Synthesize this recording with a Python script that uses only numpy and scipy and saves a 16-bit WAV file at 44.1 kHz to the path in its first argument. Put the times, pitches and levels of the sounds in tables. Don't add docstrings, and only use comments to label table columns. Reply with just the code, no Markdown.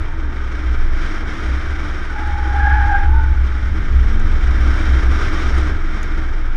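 import sys
import numpy as np
from scipy import signal
from scipy.fft import rfft, irfft, next_fast_len
from scipy.io import wavfile
from scipy.ndimage import uniform_filter1d

SR = 44100
rng = np.random.default_rng(int(sys.argv[2]) if len(sys.argv) > 2 else 0)


def int16_out(signal):
    q = np.round(np.clip(np.atleast_2d(signal).T, -1, 1) * 32767)
    wavfile.write(sys.argv[1], SR, q.astype(np.int16))


N = 289296

# time in seconds, pitch in Hz, level in dB.
TYRE_SLIP = [(2.08, 830, -58.5), (2.17, 836, -30), (2.48, 824, -31.5), (2.6, 812, -22.5), (2.73, 830, -21),
             (2.88, 825, -24.5), (2.945, 803, -21.5), (3.04, 816, -25), (3.1, 850, -34), (3.16, 893, -29.5),
             (3.28, 866, -34), (3.38, 850, -45.5), (3.8, 845, -51)]
# pitch ratio, level in dB, slow pitch wander as a share,
# fast pitch jitter as a share, flutter in dB, extra octave in dB.
TREAD_RIBS = [(1.0, -1.5, 0.00682, 0.011, 2.5, -1), (1.045, -11, 0.0138, 0.0202, 5, -2),
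              (.985, -15, 0.01794, .02, 3.5, 9)]
# middle in seconds, length in seconds, pitch in Hz, peak in dB before flutter.
SINGING_MODES = [(0.1, 1.8, 914, -49.5), (2.604, 3.8, 1492, -39), (2.79, 0.23, 1486, -25.5),
                 (3.184, 0.33, 1480, -33.5), (6.482, 0.84, 893, -47)]
# time in seconds, pitch in Hz, level in dB; pitch and level then waver.
ENGINE_DRONE = [(3.5, 196.4, -67), (3.75, 207, -39), (4.1, 216, -35.5), (4.35, 224.2, -39),
                (4.8, 250.5, -37), (5.2, 256, -56), (5.58, 239, -42), (5.97, 206, -38.5), (6.2, 189.6, -73)]
# time in seconds, strength in dB before a common trim.
GRIT_HITS = [(1.3089, -49), (1.3907, -39), (1.4744, -44), (1.7419, -46), (2.2736, -33), (4.1979, -34),
             (5.5844, -30), (6.031, -24)]
# time in seconds, dB relative to cruising.
RUSH_CURVE = [(0, -4), (0.27, -6.5), (0.42, -2), (0.9, -1.5), (1.02, 3), (1.55, 2), (2.45, -0.5), (2.9, -1),
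              (3.1, -4), (3.6, -1.5), (4.35, 0.5), (4.72, 5), (5.48, 7), (5.63, 5.5), (5.73, 0.5),
              (6.02, 1), (6.4, -4.5), (6.56, -2.5)]
# middle in seconds, length in seconds, loss of rush in dB.
ROAR_LULLS = [(1.243, 0.1, 5.5), (5.07, 0.11, 4)]
# time in seconds, level in dB before flutter.
WIND_CURVE = [(0, -35), (0.7, -34), (1.4, -31.5), (2.4, -34), (3.5, -35), (4.3, -32.5), (4.7, -28.5),
              (5.6, -28), (5.75, -31.5), (6.56, -36)]
# time in seconds, drive in dB.
TURBULENCE_CURVE = [(0, -22.5), (1.25, -26.5), (1.6, -19), (2.15, -28.5), (2.35, -17.5), (3.0, -15),
                    (4.4, -18.5), (5.2, -18), (5.8, -28), (6.3, -22), (6.56, -36)]
# middle in seconds, peak drive in dB.
GUST_THROBS = [(0.67, -17), (1.5, -20.5), (1.72, -19), (2.32, -20.5), (2.62, -15.5), (2.73, -12.5),
               (3.1, -13.5), (3.33, -13.5), (3.98, -8.5), (4.5, -15), (4.66, -14), (4.92, -11), (5.1, -9.5),
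               (5.511, -12), (5.66, -15)]
# time in seconds, drive in dB.
SWAY_CURVE = [(0, -17.5), (0.65, -22), (0.8, -9.5), (1.35, -21), (2.65, -20), (3.0, -11.5), (3.5, -19),
              (4.25, -10.5), (4.7, -16), (6.56, -14)]

# frequency in Hz, relative level in dB per Hz.
TICK_SPECTRUM = [(4500, -29), (6200, 1), (7200, 1.5), (9000, -4), (11500, -17), (13500, -17)]
TREAD_SPECTRUM = [(500, -22.5), (1000, -17), (1230, 2.5), (1520, -1), (1800, -2.5), (2300, -3.5),
                  (2570, -15.5), (3600, -18), (4200, -25), (7000, -58.5)]
HISS_SPECTRUM = [(2000, -6.5), (3700, 3), (4300, -7), (5000, -1.5), (5750, 0.5), (6050, -8), (6550, -6),
                 (7100, -13.5), (7800, -16.5), (8300, -13), (9800, -25), (11400, -24.5), (12300, -39),
                 (14000, -40.5)]
TOP_SPECTRUM = [(4500, -36.5), (6200, -6.5), (7500, -4), (9000, -3.5), (11500, -8), (13500, -16.5)]
WIND_SPECTRUM = [(60, -4), (120, -1.5), (170, -2), (260, -2.5), (380, -4), (500, -11), (750, -11),
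                 (1100, -11.5), (2500, -37), (8000, -66.5)]
RUMBLE_SPECTRUM = [(12, -4.5), (30, -7.5), (45, 4.5), (62, 5.5), (74, -3.5), (88, 0.5), (102, -8),
                   (135, -18), (400, -68.5)]
# frequency in Hz, width in Hz, boost in dB.
CASE_RESONANCES = [(314.7, 34.5, 9.5), (1150, 40, 0), (1423, 67, 3), (1564, 100, 5.5), (3147, 75, 7.5),
                   (3700, 89, 0.5), (4700, 130, 1), (5430, 290, 2.5)]

FULL_SLIP_DB, BITE_DB, BITE_FOLLOWS = -23.5, -3, 0.85
TYRE_RING_HZ, TYRE_RING_WIDTH_HZ = 1633, 180
SCRUB_DB = -11
TREAD_DB, TREAD_FOLLOWS = -33.5, 0.77
HISS_DB, HISS_FOLLOWS = -47, 1.1
SAND_DB, SAND_FOLLOWS = -76, 1.2
AIR_FLOOR_DB = -79.5
SWAY_MODE, BOOM_MODE = (21, 2.65), (64.16, 5.4)
GUST_S = 0.26
CEILING = 0.84
CUTOFF_HZ = 13850


def from_db(db):
    return 10 ** (np.asarray(db) / 20)


def rms_one(x):
    return x / np.sqrt(np.mean(x ** 2) + 1e-20)


def in_time(rows):
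    s, *columns = np.transpose(rows)
    t = np.arange(N) / SR
    return [np.interp(t, s, column) for column in columns]


def during(rows, fade_s=0.019):
    t = np.arange(N) / SR
    to_nearest_end = np.minimum(t - rows[0][0], rows[-1][0] - t)
    return np.clip(to_nearest_end / fade_s, 0, 1)


def swell(middle_s, length_s):
    position = (np.arange(N) / SR - middle_s) / length_s
    return np.cos(np.pi * np.clip(position, -.5, .5)) ** 2


def noise(gain_at):
    size = next_fast_len(N)
    hz = np.arange(size // 2 + 1) * SR / size
    white = rfft(rng.standard_normal(size))
    return rms_one(irfft(white * gain_at(np.maximum(hz, 1)), size)[:N])


def drift(rate_hz):
    return noise(lambda hz: 1 / (1 + (hz / rate_hz) ** 4))


def cased_noise(spectrum):
    points_hz, points_db = np.transpose(spectrum)

    def gain_at(hz):
        source_db = np.interp(np.log(hz), np.log(points_hz), points_db)
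        case_db = sum(db / (1 + (2 * (hz - f) / width) ** 2) for f, width, db in CASE_RESONANCES)
        return from_db(source_db + case_db)

    return noise(gain_at)


def squeal():
    ribs = 0
    for ratio, db, wander, jitter, flutter_db, octave_db in TREAD_RIBS:
        ribs = ribs + from_db(db) * sliding_rib(ratio, wander, jitter, flutter_db, octave_db)
    return ribs + sum(singing(*row) for row in SINGING_MODES)


def sliding_rib(ratio, wander, jitter, flutter_db, octave_db):
    hz, level_db = in_time(TYRE_SLIP)
    off_ring = 2 * (2 * hz - TYRE_RING_HZ) / TYRE_RING_WIDTH_HZ
    bite_db = BITE_DB + BITE_FOLLOWS * (level_db - FULL_SLIP_DB) - 20 * np.log10(1 + off_ring ** 2)
    phase = stick_slip(hz * ratio, wander, jitter)
    partials_db = [0, bite_db + octave_db, bite_db - 29, bite_db - 33.5]
    tone = 0
    for harmonic, db in enumerate(partials_db, 1):
        tone = tone + from_db(db + flutter_db * drift(59)) * np.sin(harmonic * phase)
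    return during(TYRE_SLIP) * from_db(level_db) * np.sqrt(2) * tone


def singing(middle_s, length_s, hz, peak_db):
    tone = np.sin(stick_slip(hz, wander=0.00852, jitter=0.0137))
    return swell(middle_s, length_s) * from_db(peak_db + 4.9 * drift(50)) * tone


def stick_slip(hz, wander, jitter):
    pitch = hz * (1 + wander * drift(21.8) + jitter * drift(132.0))
    return 2 * np.pi * np.cumsum(pitch) / SR


def engine(wobble=0.0065):
    hz, level_db = in_time(ENGINE_DRONE)
    phase = 2 * np.pi * np.cumsum(hz * (1 + wobble * drift(16.0))) / SR
    tone = np.sin(phase) + from_db(-14) * np.sin(2 * phase)
    return during(ENGINE_DRONE) * from_db(level_db + 2.3 * drift(5.1)) * rms_one(tone)


def grit(decay_s=0.00086):
    t, envelope = np.arange(N) / SR, np.zeros(N)
    for s, strength_db in GRIT_HITS:
        age = t - s
        decay = np.exp(-np.clip(age / decay_s, 0, 20))
        envelope += from_db(strength_db - 7) * (age >= 0) * decay
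    return envelope * cased_noise(TICK_SPECTRUM)


def road_and_air():
    (wind_db,), (rush_db,), (_, slip_db) = in_time(WIND_CURVE), in_time(RUSH_CURVE), in_time(TYRE_SLIP)
    rush_db = rush_db - sum(db * swell(s, length_s) for s, length_s, db in ROAR_LULLS)
    flutter = drift(38) + .5 * drift(7.3)
    scrub = during(TYRE_SLIP) * from_db(slip_db + SCRUB_DB)

    tread_gain = np.hypot(from_db(TREAD_DB + TREAD_FOLLOWS * rush_db + 0.8 * flutter), scrub)
    hiss_gain = np.hypot(from_db(HISS_DB + HISS_FOLLOWS * rush_db + 1.3 * flutter), from_db(-32) * scrub)
    sand_gain = from_db(SAND_DB + SAND_FOLLOWS * rush_db + 3.9 * drift(300))
    top_gain = np.hypot(sand_gain, from_db(AIR_FLOOR_DB))

    tread = tread_gain * cased_noise(TREAD_SPECTRUM)
    hiss = hiss_gain * cased_noise(HISS_SPECTRUM)
    sand_and_top_air = top_gain * cased_noise(TOP_SPECTRUM)
    wind = from_db(wind_db + 0.97 * flutter) * cased_noise(WIND_SPECTRUM)
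    return tread + hiss + sand_and_top_air + wind


def mount(unrest_db=1.0):
    (sway_db,), (bed_db,) = in_time(SWAY_CURVE), in_time(TURBULENCE_CURVE)
    gust_power = sum((from_db(db) * swell(s, GUST_S)) ** 2 for s, db in GUST_THROBS)
    bed_power = from_db(bed_db + unrest_db * drift(8.2)) ** 2
    boom_db = 10 * np.log10(bed_power + gust_power)

    sway = shaken(SWAY_MODE, sway_db + 1.2 * drift(6.2) - 1.1, evenness=1.0, skirt=2.29)
    boom = shaken(BOOM_MODE, boom_db - .4, evenness=0.59, skirt=1.22)
    force_db = uniform_filter1d((sway_db + boom_db) / 2, size=SR // 6)
    return sway + boom + from_db(force_db - 6.0) * cased_noise(RUMBLE_SPECTRUM)


def shaken(mode, level_db, evenness, skirt):
    centre, width = mode
    swing = signal.hilbert(noise(lambda hz: 1 / (1 + ((hz - centre) / width) ** 2)))
    evened = rms_one(swing.real / (np.abs(swing) + 0.038) ** np.clip(evenness, 0, 1))
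    lowpass = signal.butter(4, centre * skirt, fs=SR, output="sos")
    return signal.sosfilt(lowpass, from_db(level_db) * evened)


def scene():
    return (squeal() + engine() + grit() + road_and_air() + mount())[None]


def record(dry):
    rounded = dry / (1 + np.abs(dry / CEILING) ** 8) ** (1 / 8)
    top_cut = signal.ellip(10, .1, 80, CUTOFF_HZ, fs=SR, output="sos")
    return signal.sosfilt(top_cut, rounded)


dry = scene()
out = record(dry)
int16_out(out)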